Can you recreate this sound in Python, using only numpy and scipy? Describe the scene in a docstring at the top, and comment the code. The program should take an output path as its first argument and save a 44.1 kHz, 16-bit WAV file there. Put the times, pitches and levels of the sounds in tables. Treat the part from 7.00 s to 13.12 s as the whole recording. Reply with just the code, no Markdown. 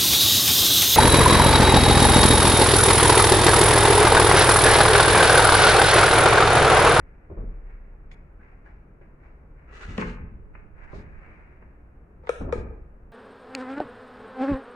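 """Hallway door and wall switch.

Someone walks up to a wooden door, clothes rustling, and presses its lever. The spindle scrapes, the
latch knocks and rings the leaf, and the door swings with a puff of air. A wall switch snaps twice
close by, with a heavy bump in between. A small hallway echoes; a noise gate mutes faint treble."""
import sys
import numpy as np
from scipy import signal
from scipy.fft import rfft, irfft, next_fast_len
from scipy.io import wavfile
from scipy.ndimage import uniform_filter1d

SR = 44100
rng = np.random.default_rng(int(sys.argv[2]) if len(sys.argv) > 2 else 0)


def file_out(sig):
    """Save sig as 16-bit WAV at sys.argv[1]."""
    # one column per channel
    cols = np.atleast_2d(sig).T
    # limit, then scale
    lim = np.clip(cols, -1, 1)
    pcm = np.round(lim * 32767).astype(np.int16)
    wavfile.write(sys.argv[1], SR, pcm)


N = 269892
TIME = np.arange(N) / SR
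AGE = TIME[:SR // 2]   # seconds since the start of a short event


def amp(db):
    """Decibels to gain."""
    return 10 ** (np.asarray(db) / 20)


def unit_rms(x):
    """Scale to unit power."""
    return x / np.sqrt(np.mean(x ** 2) + 1e-20)


def at_hz(points, hz):
    """Read a table on a log-frequency axis."""
    points_hz, values = np.transpose(points)
    return np.interp(np.log(np.maximum(hz, 1)), np.log(points_hz), values)


def lowpass(x, hz, order=3):
    """Causal low-pass."""
    sos = signal.butter(order, min(hz, SR / 2 - 1000), fs=SR, output="sos")
    return signal.sosfilt(sos, x + 1e-18)


def highpass(x, hz, order=3):
    """Causal high-pass."""
    return signal.sosfilt(signal.butter(order, hz, "high", fs=SR, output="sos"), x + 1e-18)


def panned(x, left_db, lag_s):
    """Lean a sound to the left: louder there, later on the right."""
    delayed = np.interp(AGE - lag_s, AGE, x, left=0)
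    return np.array([x * amp(left_db / 2), delayed * amp(-left_db / 2)])


def add(out, sound, start_s):
    """Mix a sound in at a time."""
    i = int(start_s * SR)
    out[:, i:i + sound.shape[-1]] += sound[..., :N - i]


def wander(hz, size=N):
    """Slow random motion of unit power."""
    return unit_rms(lowpass(rng.standard_normal(size), hz, order=2))


def grains(per_s, spread_db):
    """Slips at random moments and of uneven strength."""
    slipping = rng.random(N) < per_s / SR
    strength = amp(spread_db * np.minimum(rng.exponential(1, N), 3))
    return slipping * strength * rng.standard_normal((2, N))


# Each row: frequency in Hz, correlation of the two channels.
STEREO_CORRELATION = [(30, .985), (120, .98), (250, .93), (500, .68), (1000, -.02), (2000, -.08),
                      (4500, .05), (8000, .72)]


def coloured(white, spectrum):
    """Shape two noises by (Hz, dB) points into a stereo pair, alike in the bass."""
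    size = white.shape[-1]
    padded = next_fast_len(size)
    hz = np.arange(padded // 2 + 1) * SR / padded
    mid, side = rfft(white, padded) * amp(at_hz(spectrum, hz)) * hz / np.hypot(hz, 20)
    alike = np.clip(at_hz(STEREO_CORRELATION, hz), -1, 1)
    pair = np.sqrt((1 + alike) / 2) * mid + np.sqrt((1 - alike) / 2) * side * [[1], [-1]]
    return irfft(pair, padded)[:, :size]


def noise(spectrum, size=len(AGE)):
    """Smooth stereo noise of unit power."""
    return unit_rms(coloured(rng.standard_normal((2, size)), spectrum))


def friction(spectrum, per_s):
    """Many tiny slips with a spectrum, unit power."""
    return unit_rms(coloured(grains(per_s, spread_db=1), spectrum))


def ringing(modes, uneven_db=1.5, pitch=1, age=AGE, alternate=True):
    """Struck modes, of alternating sign or all in step; each reaches one channel a little late."""
    out = np.zeros((2, len(age)))
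    for k, (hz, db, t60) in enumerate(modes):
        alike = np.clip(at_hz(STEREO_CORRELATION, hz), -1, 1)
        lag_rad = np.arccos(alike) * rng.permutation(2)[:, None]
        wave = np.sin(np.maximum(2 * np.pi * hz * pitch * age - lag_rad, 0))
        decay = amp(db + uneven_db * rng.normal() - 60 * age / t60)
        out += (-1) ** (k * alternate) * decay * wave
    return out


# Each row: frequency in Hz, relative noise density in dB.
AIR_SPECTRUM = [(20, 1), (45, -2), (65, -1), (100, -15), (140, -12), (250, -20.5), (400, -20), (700, -28.5),
                (1500, -33), (2600, -44.5), (3500, -54), (11000, -57)]


def still_air(level_db=-48):
    """The air of the room rumbles faintly and steadily."""
    return amp(level_db) * noise(AIR_SPECTRUM, size=N)


# Each row: frequency in Hz, echo t60 in seconds.
ECHO_DECAY = [(125, .75), (500, .75), (2000, .68), (8000, .6)]
# Each row: frequency in Hz, echo gain in dB.
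ECHO_SPECTRUM = [(40, -6), (200, -4), (500, -6), (1000, -3), (2200, -2), (5000, -1), (10000, 0)]


def hallway(x, build_s=0.0024):
    """Close walls return dense echoes that build quickly and die sooner in the treble."""
    age = TIME[:SR]
    rest = coloured(rng.standard_normal((2, SR)), ECHO_SPECTRUM)
    response = np.zeros((2, SR))
    for top_hz in (250, 1000, 4000, 16000):
        band = signal.sosfiltfilt(signal.butter(3, top_hz, fs=SR, output="sos"), rest)
        rest = rest - band
        response += band * amp(-60 * age / at_hz(ECHO_DECAY, top_hz / 2))
    response *= (1 - np.exp(-(age / build_s) ** 2)) * np.sqrt(20 / SR)
    return signal.oaconvolve(x[:1], response, axes=1)[:, :N]


def draught(peak_s=3.84, width_s=0.56, level_db=-44, cutoff_hz=41):
    """Air from the swinging door swells and rumbles on the right microphone port alone."""
    gust = amp(level_db) * np.exp(-((TIME - peak_s) / width_s) ** 2)
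    rumble = unit_rms(highpass(wander(cutoff_hz), 6.9, order=2))
    return gust * rumble * [[0], [1]]


# Each row: start in seconds, level in dB, strongest push in Hz, swell in seconds.
WEIGHT_SHIFTS = [(0.355, -24, 33.4, 0.033), (1.499, -44.5, 44, 0.03), (2.801, -25.5, 47.7, 0.082),
                 (3.05, -27.5, 48, 0.0063), (3.213, -31, 65, 0.086), (3.963, -40, 62, 0.033),
                 (5.404, -34.5, 54, 0.018), (5.487, -26, 60, 0.0092), (5.556, -16, 69.2, 0.068)]
# Each row: frequency in Hz, level in dB, t60 in seconds.
DEEP_MODES = [(30.63, -3, 2.55), (41.93, 0, 1.12), (48, -7.5, 0.17), (60, -20.5, 0.15), (65.87, -2, 0.69),
              (75.4, -8.5, 0.38)]


def booms(width_octaves=0.45):
    """Each shift of weight swells the deep modes of floor, door and room air near its own pace."""
    out, age = np.zeros((2, N)), TIME[:2 * SR]
    for start_s, db, push_hz, swell_s in WEIGHT_SHIFTS:
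        modes = [(hz, mode_db - 6 * (np.log2(hz / push_hz) / width_octaves) ** 2, t60)
                 for hz, mode_db, t60 in DEEP_MODES]
        swell = 1 - np.exp(-age / swell_s)
        add(out, amp(db) * swell * ringing(modes, uneven_db=2.0, age=age), start_s)
    return out


# Each row: start in seconds, level in dB, swell in seconds, t60 in seconds, brushing share in dB.
CLOTH_MOVES = [(0.0, -65, 0.0028, 2.8, -12), (.3, -70.5, 0.12, 7.7, -17.5),
               (0.65, -60.5, 0.068, 0.13, -9.5), (1.103, -62, 0.019, 0.12, -1.5),
               (1.385, -58.5, 0.049, 0.58, -10), (1.64, -58.5, 0.022, 0.36, -2),
               (2.011, -60.5, 0.0022, 0.25, -8.5), (2.19, -61.5, 0.053, 0.61, -4),
               (2.53, -65.5, 0.057, 2.7, -13), (3.533, -54.5, 0.015, 0.36, -19), (3.74, -54, 0.083, 2, -14),
               (3.87, -62.5, 0.097, 0.29, 7), (4.081, -57, 0.21, 1.4, -17.5),
               (5.234, -67.5, 0.005, 0.49, 7.5)]
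# Each row: frequency in Hz, relative noise density in dB.
CLOTH_SPECTRUM = [(200, -16.5), (500, 0), (1000, 2), (1600, 6.5), (2300, 3.5), (2650, -4), (3300, -13),
                  (4500, -17), (7000, -22), (11000, -31.5)]


def clothes():
    """Fibres slide with each stride or reach, each move with its own share of brighter brushing."""
    slide_gain, brush_gain = np.zeros((2, 1, N))
    age = TIME[:2 * SR]
    for start_s, db, swell_s, t60, brush_db in CLOTH_MOVES:
        motion = np.minimum(age / swell_s, 1) * amp(db - 60 * np.maximum(age - swell_s, 0) / t60)
        add(slide_gain, motion, start_s)
        add(brush_gain, amp(brush_db) * motion, start_s)
    brush_hz_db = [(200, -16), (800, 14), (1800, -6), (2700, -13), (3800, -2), (7000, -14),
                   (11000, -40.5)]
    folds = amp(1.3 * wander(hz=25))
    sliding = slide_gain * friction(CLOTH_SPECTRUM, per_s=3000)
    brushing = brush_gain * friction(brush_hz_db, per_s=3000)
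    return folds * (sliding + brushing)


# Each row: start in seconds, level in dB.
METAL_TICKS = [(1.1102, -55.5), (1.115, -47.5), (4.49, -64.5)]
# Each row: frequency in Hz, level in dB, t60 in seconds.
TRINKET_MODES = [(1960, 5, 0.02), (2215, -2, .035), (2473, -1.5, 0.027), (3430, -10, 0.049),
                 (4420, -19, .09), (5070, -15, 0.062), (6460, -20, .1), (6837, -19, .09), (7354, -24, .1)]


def ticks(tap_t60_s=0.032, tap_db=-4, ring_db=-3):
    """A small metal part, like a zip or buckle, taps and rings briefly."""
    out = np.zeros((2, N))
    tap_hz_db = [(300, -11), (1000, 4), (2400, 0), (3500, -2), (6500, -15), (11000, -40)]
    for start_s, db in METAL_TICKS:
        tap = amp(tap_db - 60 * AGE / tap_t60_s) * noise(tap_hz_db)
        add(out, amp(db) * (tap + amp(ring_db) * ringing(TRINKET_MODES)), start_s)
    return out


# Each row: start in seconds, level in dB, length in seconds, first and last pitch in Hz.
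SQUEAK_GLIDES = [(1.39, -57, 0.035, 1470, 1463), (1.653, -54.5, 0.036, 1606, 1645),
                 (2.754, -55, 0.061, 1180, 1306), (2.813, -44, 0.049, 1233, 1677)]


def squeaks(jitter=0.088):
    """Soles and lever spring stick and slip in short, unsteady, gliding tones."""
    out = np.zeros((2, N))
    for start_s, db, length_s, first_hz, last_hz in SQUEAK_GLIDES:
        along = np.clip(AGE / length_s, 0, 1)
        waver = unit_rms(uniform_filter1d(rng.standard_normal(len(AGE)), size=60))
        hz = (first_hz + (last_hz - first_hz) * along) * (1 + jitter * waver)
        tone = np.sin(2 * np.pi * np.cumsum(hz) / SR)
        grip = unit_rms(amp(3 * wander(hz=200, size=len(AGE))))
        add(out, amp(db) * grip * np.sin(np.pi * along) * tone, start_s)
    return out


# Each row: start in seconds, level in dB, contact cutoff in Hz, t60 in seconds, knock share in dB.
SOFT_BLOWS = [(.299, -41, 1097, 0.19, 5), (.311, -37, 594, 0.24, 2), (0.371, -42, 1130, 0.27, 3),
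              (.386, -36, 524, 0.31, 2.5), (.423, -39, 432, 0.31, -3), (1.114, -51, 243, 0.36, -10),
              (2.012, -54, 2540, 0.038, 8), (2.88, -36, 295, 0.76, -17), (3.20, -36, 222, 0.6, -17.5),
              (3.931, -37, 520, 0.41, 5.5), (3.979, -38, 186, 0.23, 10), (4.279, -50.5, 845, 0.36, -12),
              (5.400, -26, 373, 0.19, -20), (5.409, -31, 940, 0.17, 1), (5.44, -34.5, 750, 0.68, -3),
              (5.486, -30.5, 950, 0.11, 1.5), (5.553, -28.5, 610, 0.39, -13)]
# Each row: frequency in Hz, level in dB, t60 in seconds.
FLOOR_MODES = [(53.3, -3.5, 0.052), (148, -6.5, 0.14), (280, -12.5, 0.036), (345, -3, 0.07),
               (515, -4, 0.029), (617, -8.5, 0.046), (920, -5, 0.0079)]


def thuds(rise_s=0.0028):
    """Weight lands with a firm knock and shakes the crowded low modes of floor and door."""
    out = np.zeros((2, N))
    body_hz_db = [(30, 7.5), (70, 3.5), (125, 2.5), (190, -1), (260, -5.5), (360, -2.5), (550, -7),
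                  (800, -10.5), (2500, -4.5), (6000, -39.5)]
    for start_s, db, cutoff_hz, t60, knock_db in SOFT_BLOWS:
        envelope = amp(-60 * AGE / t60) * (1 - np.exp(-AGE / rise_s))
        shudder = envelope * unit_rms(lowpass(noise(body_hz_db), cutoff_hz, order=4))
        knock = lowpass(ringing(FLOOR_MODES), cutoff_hz)
        add(out, amp(db) * (shudder + amp(knock_db) * knock), start_s)
    return out


# Each row: centre in seconds, half-width in seconds, boost in dB.
SPINDLE_CATCHES = [(2.783, 0.03, 1.5), (2.834, 0.027, 6), (2.944, 0.044, 2.5), (3.009, .016, 10)]
# Each row: frequency in Hz, level in dB, t60 in seconds.
SPRING_MODES = [(1328, 4.5, 0.025), (1537, -4, 0.037), (1730, -2, 0.038), (1984, -3, 0.048),
                (2300, -7, 0.049), (2620, -6, 0.05), (2885, -10.5, .07), (3310, -15, 0.029),
                (3600, -14, .06), (3990, -17, 0.063), (4280, -15, .04), (4790, -21, 0.06), (5970, -23, .05),
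                (6580, -21.5, 0.06), (6570, -22, .05), (6900, -25, 0.05), (7660, -27.5, .04),
                (9560, -28, .03)]


def lever(start_s=2.66, swell_s=0.061, end_s=3.115, stop_s=0.012,
          level_db=-49.5, scrape_db=-4, ring_db=-3, tighten_per_s=0.1, waver=0.01):
    """The spindle scrapes in surges; its grit plucks the spring, whose ring rises as it is wound."""
    swell = np.sin(np.pi / 2 * np.clip((TIME - start_s) / swell_s, 0, 1)) ** 2
    stop = np.clip(1 - (TIME - end_s) / stop_s, 0, 1)
    catch_db = sum(db * np.exp(-((TIME - centre_s) / width_s) ** 2)
                   for centre_s, width_s, db in SPINDLE_CATCHES)
    effort = swell * stop * amp(level_db + catch_db)
    scrape_hz_db = [(200, 2.5), (400, 7.5), (750, 2.5), (1400, 3.5), (2600, -2), (3400, -12),
                    (5400, -13.5), (6500, -14.5), (8000, -19.5), (10000, -33.5), (13000, -54)]
    grit = grains(per_s=2200, spread_db=1.2)
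    scrape = friction(scrape_hz_db, per_s=2800)
    ring = unit_rms(signal.oaconvolve(grit, ringing(SPRING_MODES), axes=1)[:, :N])
    from_midturn_s = np.clip(TIME, start_s, end_s) - (start_s + end_s) / 2
    pitch = 1 + tighten_per_s * from_midturn_s + waver * wander(hz=30)
    ring = np.array([np.interp(np.cumsum(pitch) / SR, TIME, side) for side in ring])
    surges = amp(1.8 * wander(hz=30))
    return effort * surges * (amp(scrape_db) * scrape + amp(ring_db) * ring)


# Each row: start in seconds, level in dB, contact cutoff in Hz, leaf share in dB, bolt share in dB,
# bolt pitch ratio.
LATCH_KNOCKS = [(2.823, -45, 10000, -7, -7, 1.0), (2.979, -35, 9000, -17, 10.5, 1),
                (2.9816, -24, 3550, 5, 3.5, 0.81), (2.994, -28, 2300, -19, -11, 1.1),
                (3.000, -29, 1900, -10, -10, 0.88), (3.0146, -24.5, 3770, -13, -3, 0.77),
                (3.022, -20.5, 1900, -7.5, -18, 1.1), (3.028, -29, 2400, -10.5, -12, .8),
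                (3.056, -34.5, 2600, -8, -8, .9), (3.551, -36, 2920, -12, -16, 0.8),
                (3.929, -35, 1360, -9, -23, .9), (4.624, -43, 2030, -12, -20, 0.98)]
# Wooden leaf, steel lock case, sprung bolt. Each row: frequency in Hz, level in dB, t60 in seconds.
LEAF_MODES = [(129.8, -14.5, 0.64), (181, -14, 0.66), (204.5, -1, 0.11), (240.1, -12.5, 0.36),
              (314.7, -14.5, 0.21), (372, -11, 0.12), (429.2, -12, 0.25), (458, -7.5, 0.081),
              (496, -14.5, 0.21), (556, -23, 0.32)]
LOCK_MODES = [(868, -7, 0.027), (1040, -5, 0.024), (1180, -7, 0.014), (1307, -17, 0.03),
              (1230, -11.5, 0.051), (1520, -11, 0.03), (1696, -17.5, 0.067), (1796, -15, 0.031),
              (2124, -15.5, 0.12), (2530, -18, 0.02), (2510, -8, 0.0088)]
BOLT_MODES = [(2820, -0.5, 0.0042), (3660, -18, 0.011), (3920, -17, .008), (6600, -18, 0.0039),
              (7900, -26, 0.006)]
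# Each row: frequency in Hz, relative noise density in dB.
RATTLE_SPECTRUM = [(150, -40), (450, -2.5), (650, -7.5), (900, -5), (1400, -3.5), (2000, -4.5), (2700, -5),
                   (3500, -36), (6500, -14.5), (10000, -26), (13000, -28)]


def latch(rattle_db=-7, rattle_t60_s=0.05, lock_db=-3, leaf_build_s=0.002):
    """Each blow of latch or lever rings lock and bolt, shakes loose parts and carries into the leaf."""
    out = np.zeros((2, N))
    leaf_build = 1 - np.exp(-AGE / leaf_build_s)
    for start_s, db, cutoff_hz, leaf_db, bolt_db, bolt_pitch in LATCH_KNOCKS:
        lock = amp(lock_db) * ringing(LOCK_MODES)
        bolt = amp(bolt_db) * ringing(BOLT_MODES, pitch=bolt_pitch)
        rattle = amp(rattle_db - 60 * AGE / rattle_t60_s) * noise(RATTLE_SPECTRUM)
        leaf = amp(leaf_db) * leaf_build * ringing(LEAF_MODES, alternate=False)
        add(out, amp(db) * lowpass(lock + bolt + rattle + leaf, cutoff_hz), start_s)
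    return out


# Two touches, then two throws. Each row: start in seconds, level in dB, snap share in dB, crack share
# in dB, seating delay in seconds, pitch ratio, contact cutoff in Hz, box t60 ratio.
ROCKER_CLICKS = [(5.234, -46, -6, -19, 0.0011, 0.99, 7000, 3.3),
                 (5.271, -37, 7, -2.5, 0.0004, 0.88, 3820, 1.25),
                 (5.292, -8.5, -8, -26.5, 0.00048, 0.97, 14000, 1.07),
                 (5.525, -12.5, -7.5, -18.5, 0.0011, 0.96, 6450, 1.62)]
# Wall box and plastic plate. Each row: frequency in Hz, level in dB, t60 in seconds.
BOX_MODES = [(505.6, 1.5, 0.035), (918, -10.5, 0.017), (1307, -14.5, 0.043)]
PLATE_MODES = [(1430, -6.5, 0.021), (1595, -20, 0.022), (1680, -9.5, 0.012), (2000, -16, 0.0098),
               (2350, -13, 0.022), (2563, -17.5, 0.029), (3840, -26.5, 0.0084), (4020, -16.5, 0.0055),
               (5660, -26.5, 0.012), (6460, -25, 0.015), (9950, -46, 0.018)]


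def switch(crack_t60_s=0.068, box_build_s=0.0018, lowest_hz=340):
    """The rocker snaps over in its plate, then seats and rings the hollow box, damped by the finger."""
    out = np.zeros((2, N))
    crack_hz_db = [(400, -4.5), (700, 17.5), (1500, 12.5), (2900, -4.5), (3800, -8), (4800, -8),
                   (6300, -8), (10000, -6.5), (14000, -26)]
    for start_s, db, snap_db, crack_db, seat_s, pitch, cutoff_hz, t60_ratio in ROCKER_CLICKS:
        crack = amp(crack_db - 60 * AGE / crack_t60_s) * noise(crack_hz_db)
        snap = amp(snap_db) * ringing(PLATE_MODES, pitch=pitch)
        add(out, amp(db) * lowpass(snap + crack, cutoff_hz), start_s)
        note = sum(amp(mode_db - 60 * AGE / (t60 * t60_ratio)) * np.sin(2 * np.pi * hz * pitch * AGE)
                   for hz, mode_db, t60 in BOX_MODES)
        note *= 1 - np.exp(-AGE / box_build_s)
        add(out, amp(db) * panned(note, left_db=3.5, lag_s=0.0001), start_s + seat_s)
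    return highpass(out, lowest_hz, order=4)   # the clicks carry nothing below about 340 Hz


def scene():
    """All sources in the hallway, over its still air."""
    floor, door = thuds(), latch()
    handle = lever() + squeaks()
    cloth = clothes() + ticks()
    clicks = switch()
    # the bright snap spreads through the room, the hollow note stays near the wall
    click_send = amp(-9) * clicks + amp(-3) * highpass(clicks, 1500, order=1)
    echoes = hallway(floor + amp(-1.5) * door + amp(-6.5) * handle + amp(-0.5) * cloth + click_send)
    return still_air() + booms() + draught() + echoes + floor + cloth + handle + door + clicks


# Each row: frequency in Hz, gain of both ports in dB.
PORT_TREBLE = [(10900, 0), (11900, -18), (15000, -30)]
# Each row: frequency in Hz, left minus right in dB.
PORT_BALANCE = [(120, 0.15), (250, 0), (500, 2.5), (1000, 1.2), (2000, 1.1), (4500, 2), (7000, 3.5),
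                (10000, -4)]


def ports(x):
    """The microphone ports dull the very top, and each colours its channel a little differently."""
    size = next_fast_len(N)
    hz = np.arange(size // 2 + 1) * SR / size
    gain_db = at_hz(PORT_TREBLE, hz) + at_hz(PORT_BALANCE, hz) * [[1], [-1]] / 2
    return irfft(rfft(x, size) * amp(gain_db), size)[:, :N]


def treble_gate(x, split_hz=2850, open_db=-63.5, knee_db=5, depth_db=15):
    """A noise suppressor turns the treble down whenever there has been little of it."""
    low = signal.sosfiltfilt(signal.butter(12, split_hz, fs=SR, output="sos"), x)
    treble = x - low
    power = uniform_filter1d(np.mean(treble ** 2, axis=0), size=1600, origin=520)
    level_db = 10 * np.log10(np.abs(power) + 1e-14)
    closed = np.clip((open_db - level_db) / knee_db, 0, 1)
    return low + treble * amp(-depth_db * closed)


def record(dry, hiss_db=-91, cutoff_hz=15500):
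    """Two ports pick the sound up, faint treble is muted, the electronics hiss and the top is cut."""
    hiss = amp(hiss_db) * rng.standard_normal((2, N))
    top_cut = signal.ellip(7, 0.3, 50, cutoff_hz, fs=SR, output="sos")
    return signal.sosfilt(top_cut, treble_gate(ports(dry)) + hiss)


dry = scene()
out = record(dry)
file_out(out)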